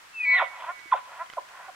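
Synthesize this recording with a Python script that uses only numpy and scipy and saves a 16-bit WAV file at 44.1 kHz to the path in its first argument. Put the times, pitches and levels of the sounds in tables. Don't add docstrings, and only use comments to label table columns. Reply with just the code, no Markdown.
import sys
import numpy as np
from scipy import signal
from scipy.fft import rfft, irfft
from scipy.io import wavfile

SR = 44100
rng = np.random.default_rng(int(sys.argv[2]) if len(sys.argv) > 2 else 0)


def store_pcm(level_fs):
    pcm = np.round(np.clip(level_fs, -1, 1) * 32767).astype(np.int16)
    wavfile.write(sys.argv[1], SR, np.atleast_2d(pcm).T)


N = 77175
TIME = np.arange(N) / SR
THROAT_PAN_DB, TWIG_PAN_DB = -2.2, -6.5
TONE_JITTER_HZ, GROWL_JITTER_HZ = 350, 110
THROAT_LOW_HZ = 490


def from_db(db):
    return 10 ** (np.asarray(db) / 20)


def unit_rms(x):
    return x / np.sqrt(np.mean(x ** 2) + 1e-20)


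def gated_curves(rows):
    times_s, *columns = np.transpose(rows)
    gate = np.clip(np.minimum(TIME - times_s[0], times_s[-1] - TIME) / .002 + .5, 0, 1)
    return [gate] + [np.interp(TIME, times_s, column) for column in columns]


def band(x, hz, kind, order=2):
    return signal.sosfilt(signal.butter(order, hz, kind, fs=SR, output="sos"), x + 1e-18)


def wobble(bandwidth_hz):
    return unit_rms(band(rng.standard_normal(N), bandwidth_hz, "low"))


def jittered_phase(hz, jitter, bandwidth_hz):
    return 2 * np.pi * np.cumsum(hz * (1 + jitter * wobble(bandwidth_hz))) / SR


def pan(x, db):
    return x * from_db([[db / 2], [-db / 2]])


def delayed(x, delay_s):
    return np.interp(TIME - delay_s, TIME, x, left=0)


def decay(start_s, db, t60_s):
    return (TIME >= start_s) * from_db(db - 60 * np.maximum(TIME - start_s, 0) / t60_s)


def open_air(level_db=-50.5):
    # frequency in Hz, relative density in dB.
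    spectrum = [(25, -14), (60, -16.5), (120, -14.5), (220, -16.5), (600, -11), (1000, -2), (1600, -1),
                (4000, -12), (8000, -16.5), (15500, -28)]
    hz, db = np.transpose(spectrum)
    bin_hz = np.arange(N // 2 + 1) * SR / N
    gain = from_db(np.interp(np.log(bin_hz + 1), np.log(hz), db))
    return from_db(level_db) * unit_rms(irfft(gain * rfft(rng.standard_normal((2, N))), N))


def thud(start_s=.857, db=-49, hz=333, t60_s=.045):
    return pan(decay(start_s, db, t60_s) * np.sin(2 * np.pi * hz * (TIME - start_s)), TWIG_PAN_DB)


def twigs():
    # start in seconds, level in dB, pitch as a ratio to the modes.
    ticks = [(.792, -44, 0.79), (0.797, -50, 1.9), (1.262, -48, 1), (1.2999, -35.5, 0.97),
             (1.329, -42.5, 0.81), (1.3357, -37.5, .66), (1.488, -44.5, 0.8)]
    # frequency in Hz, gain in dB.
    modes = [(1000, -15.5), (2080, 0.5), (3120, -4)]
    cracks = rings = 0
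    for start_s, db, ratio in ticks:
        cracks += decay(start_s, db + 1.5, t60_s=.0075) * rng.standard_normal(N)
        for hz, mode_db in modes:
            ring = np.sin(2 * np.pi * hz * ratio * (TIME - start_s))
            rings += decay(start_s, db + mode_db, t60_s=.022) * ring
    return pan(band(cracks, [700, 4500], "band") + rings, TWIG_PAN_DB)


def far_echoes(shrill):
    # delay in seconds, gain in dB, left minus right in dB.
    returns = [(.105, -21, -15.5), (.205, -33.5, -9), (.44, -33.5, -16.5), (.545, -34, -15)]
    held_notes = band(shrill.mean(axis=0), [1965, 2330], "band", order=5)
    return sum(pan(from_db(db) * delayed(held_notes, delay_s), pan_db) for delay_s, db, pan_db in returns)


def scatter(x, gain_db, t60_s, delay_s):
    cloud = rng.standard_normal((2, N)) * (TIME > delay_s) * from_db(-60 * TIME / t60_s)
    cloud /= np.sqrt(np.sum(cloud ** 2, axis=1, keepdims=True))
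    return from_db(gain_db) * signal.fftconvolve(x, cloud, axes=1)[:, :N]


def throat(x):
    # centre in Hz, width in Hz, gain in dB.
    resonances = [(368, 83, -22.5), (568, 41, -9), (714.7, 79.5, -6.5), (1018.7, 89, 0.5),
                  (1408, 62.4, -1.5), (1907, 210, -5.5), (2510, 180, -9), (3390, 620, -14.5)]
    out = 0
    for k, (hz, width_hz, db) in enumerate(resonances):
        radius = np.exp(-np.pi * width_hz / SR)
        feedback = [1, -2 * radius * np.cos(2 * np.pi * hz / SR), radius ** 2]
        ringing = (1 - radius ** 2) / 2 * signal.lfilter([1, 0, -1], feedback, x + 1e-18)
        out += (-1) ** k * from_db(db) * ringing
    return out


def creaks(pitch_rise=.11, top_hz=1613):
    # start in seconds, length in seconds, level in dB, pitch in Hz, jitter fraction.
    growls = [(.255, .12, -46, 338, .012), (.325, .09, -37, 368, .025), (0.636, 0.017, -34, 332, 0.13),
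              (0.663, 0.058, -33.5, 347, 0.025), (1.188, .046, -33.5, 337, 0.035)]
    out = 0
    for start_s, length_s, db, hz, jitter in growls:
        progress = np.clip((TIME - start_s) / length_s, 0, 1)
        pulse_hz = hz * np.exp(pitch_rise * (progress - .5) + jitter * wobble(GROWL_JITTER_HZ))
        pulses = np.diff(np.floor(np.cumsum(pulse_hz) / SR), prepend=0)
        swell = np.sqrt(np.abs(np.sin(np.pi * progress)))
        ringing = band(throat(pulses), [THROAT_LOW_HZ, top_hz], "band", order=3)
        out += from_db(db) * swell * unit_rms(ringing)
    return out


def rasp(flutter_db=2, sway=.03, split_hz=1946, top_hz=3460):
    # time in seconds, body level in dB, treble level in dB.
    breaths = [
        [(.25, -62.5, -69.5), (.378, -39.5, -33.5), (.41, -26.5, -34.5), (.44, -34, -39.5), (.49, -48.5, -60)],
        [(.5, -48.5, -69), (.6, -42, -48), (.705, -40, -53), (.76, -77, -86)],
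        [(.915, -51, -39), (.935, -32.5, -57.5), (.955, -38, -42.5), (.98, -35, -47.5), (1.03, -61, -68)],
        [(1.05, -55, -58), (1.115, -44, -59.5), (1.175, -44.5, -57), (1.215, -46.5, -67), (1.27, -57, -72)],
        [(1.49, -54.5, -61), (1.58, -43.5, -66), (1.67, -48.5, -64), (1.69, -44, -67)],
    ]
    air = throat(rng.standard_normal(N) * from_db(flutter_db * wobble(bandwidth_hz=81)))
    swayed_s = np.cumsum(1 + sway * wobble(bandwidth_hz=20)) / SR
    air = np.interp(swayed_s, TIME, air, period=N / SR)
    body = unit_rms(band(air, [THROAT_LOW_HZ, split_hz], "band", order=3))
    treble = unit_rms(band(band(air, split_hz, "high", order=4), top_hz, "low", order=8))
    return sum(gate * (from_db(body_db) * body + from_db(treble_db) * treble)
               for gate, body_db, treble_db in map(gated_curves, breaths))


def voice(rows, jitter=.003):
    gate, hz, db = gated_curves(rows)
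    return gate * from_db(db) * np.sqrt(2) * np.exp(1j * jittered_phase(hz, jitter, TONE_JITTER_HZ))


def yelps(jitter=.08, chop_hz=380, chop_depth=1.3):
    # time in seconds, pitch in Hz, larynx level in dB, octave gain in dB.
    glides = [
        [(.372, 1950, -32, 6), (.392, 1680, -16, -5), (.401, 1340, -17, -10), (.411, 1120, -19, -8),
         (.419, 780, -15, -10), (.4235, 620, -12, -5), (.428, 550, -25, -4), (.443, 500, -27, -4)],
        [(.913, 1640, -36, -25), (.918, 1380, -22, -25), (.9245, 1040, -10, -30), (.929, 985, -11, -28),
         (.933, 850, -26, -18), (.937, 950, -13, -24), (.942, 690, -14, -16), (.946, 600, -21, -12),
         (.956, 450, -30, -9)],
        [(1.369, 700, -21, -16), (1.376, 615, -18, -22), (1.38, 520, -25, 2), (1.384, 500, -26, 3),
         (1.397, 300, -40, -6)],
        [(1.681, 800, -35, -10), (1.692, 745, -30, -13), (1.704, 490, -42, -10)],
    ]
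    roughness = [(.3, .7), (0, .45), (0, .3), (.4, .4)]
    # time in seconds, pitch in Hz, level in dB.
    squeak = [(.926, 3620, -54), (.933, 3450, -37), (.941, 3280, -54)]
    larynx = 0
    for rows, rough_ends in zip(glides, roughness):
        gate, hz, db, octave_db = gated_curves(rows)
        rough = np.interp(TIME, [rows[0][0], rows[-1][0]], rough_ends)
        phase = jittered_phase(hz, jitter * rough, TONE_JITTER_HZ)
        growl = np.sin(jittered_phase(chop_hz, jitter, GROWL_JITTER_HZ))
        chop = np.exp(chop_depth * rough * growl) / np.sqrt(np.i0(2 * chop_depth * rough))
        tone = np.sin(phase) + from_db(octave_db) * np.sin(2 * phase)
        larynx += gate * from_db(db) * chop * np.sqrt(2) * tone
    return throat(larynx) + np.real(voice(squeak))


def whistle(saturation=.25, side_db=-9, side_step_db=-10):
    # time in seconds, pitch in Hz, level in dB.
    upper_curve = [(.13, 2700, -60), (.16, 2645, -39), (.193, 2610, -32), (.199, 2525, -37),
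                   (.208, 2525, -26), (.219, 2495, -28), (.225, 2450, -42), (.234, 2455, -25),
                   (.247, 2435, -25), (.254, 2260, -29), (.285, 2243, -20), (.335, 2232, -19),
                   (.362, 2180, -26), (.385, 2050, -46)]
    lower_curve = [(.2, 1960, -58), (.255, 1981, -34), (.32, 1986, -26), (.345, 1984, -20.5),
                   (.366, 1980, -20), (.378, 1925, -25), (.387, 1900, -22), (.397, 1650, -34)]
    upper, lower = voice(upper_curve), voice(lower_curve)
    high, low = (v / (np.abs(v) + 1e-9) ** saturation for v in (upper, lower))
    overtones = from_db(-9) * low ** 2 + from_db(-17) * high * low + from_db(-29) * high ** 2
    beat = np.exp(1j * np.angle(upper * np.conj(lower)))
    side_tones = from_db(side_db) * high * np.abs(low) * beat * (1 + from_db(side_step_db) * beat)
    return np.real(pan(upper, db=2.6) + lower + side_tones + pan(overtones, THROAT_PAN_DB))


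def scene():
    shrill = whistle()
    left, right = shrill + pan(yelps() + rasp() + creaks(), THROAT_PAN_DB)
    elk = np.array([delayed(left, delay_s=40e-6), right])
    brush = scatter(elk, gain_db=-10, t60_s=.21, delay_s=.002)
    slope = scatter(elk, gain_db=-26, t60_s=1.2, delay_s=.06)
    return elk + brush + slope + far_echoes(shrill) + twigs() + thud() + open_air()


def record(dry):
    return signal.sosfilt(signal.ellip(12, .1, 80, 15750, fs=SR, output="sos"), dry)


dry = scene()
out = record(dry)
store_pcm(out)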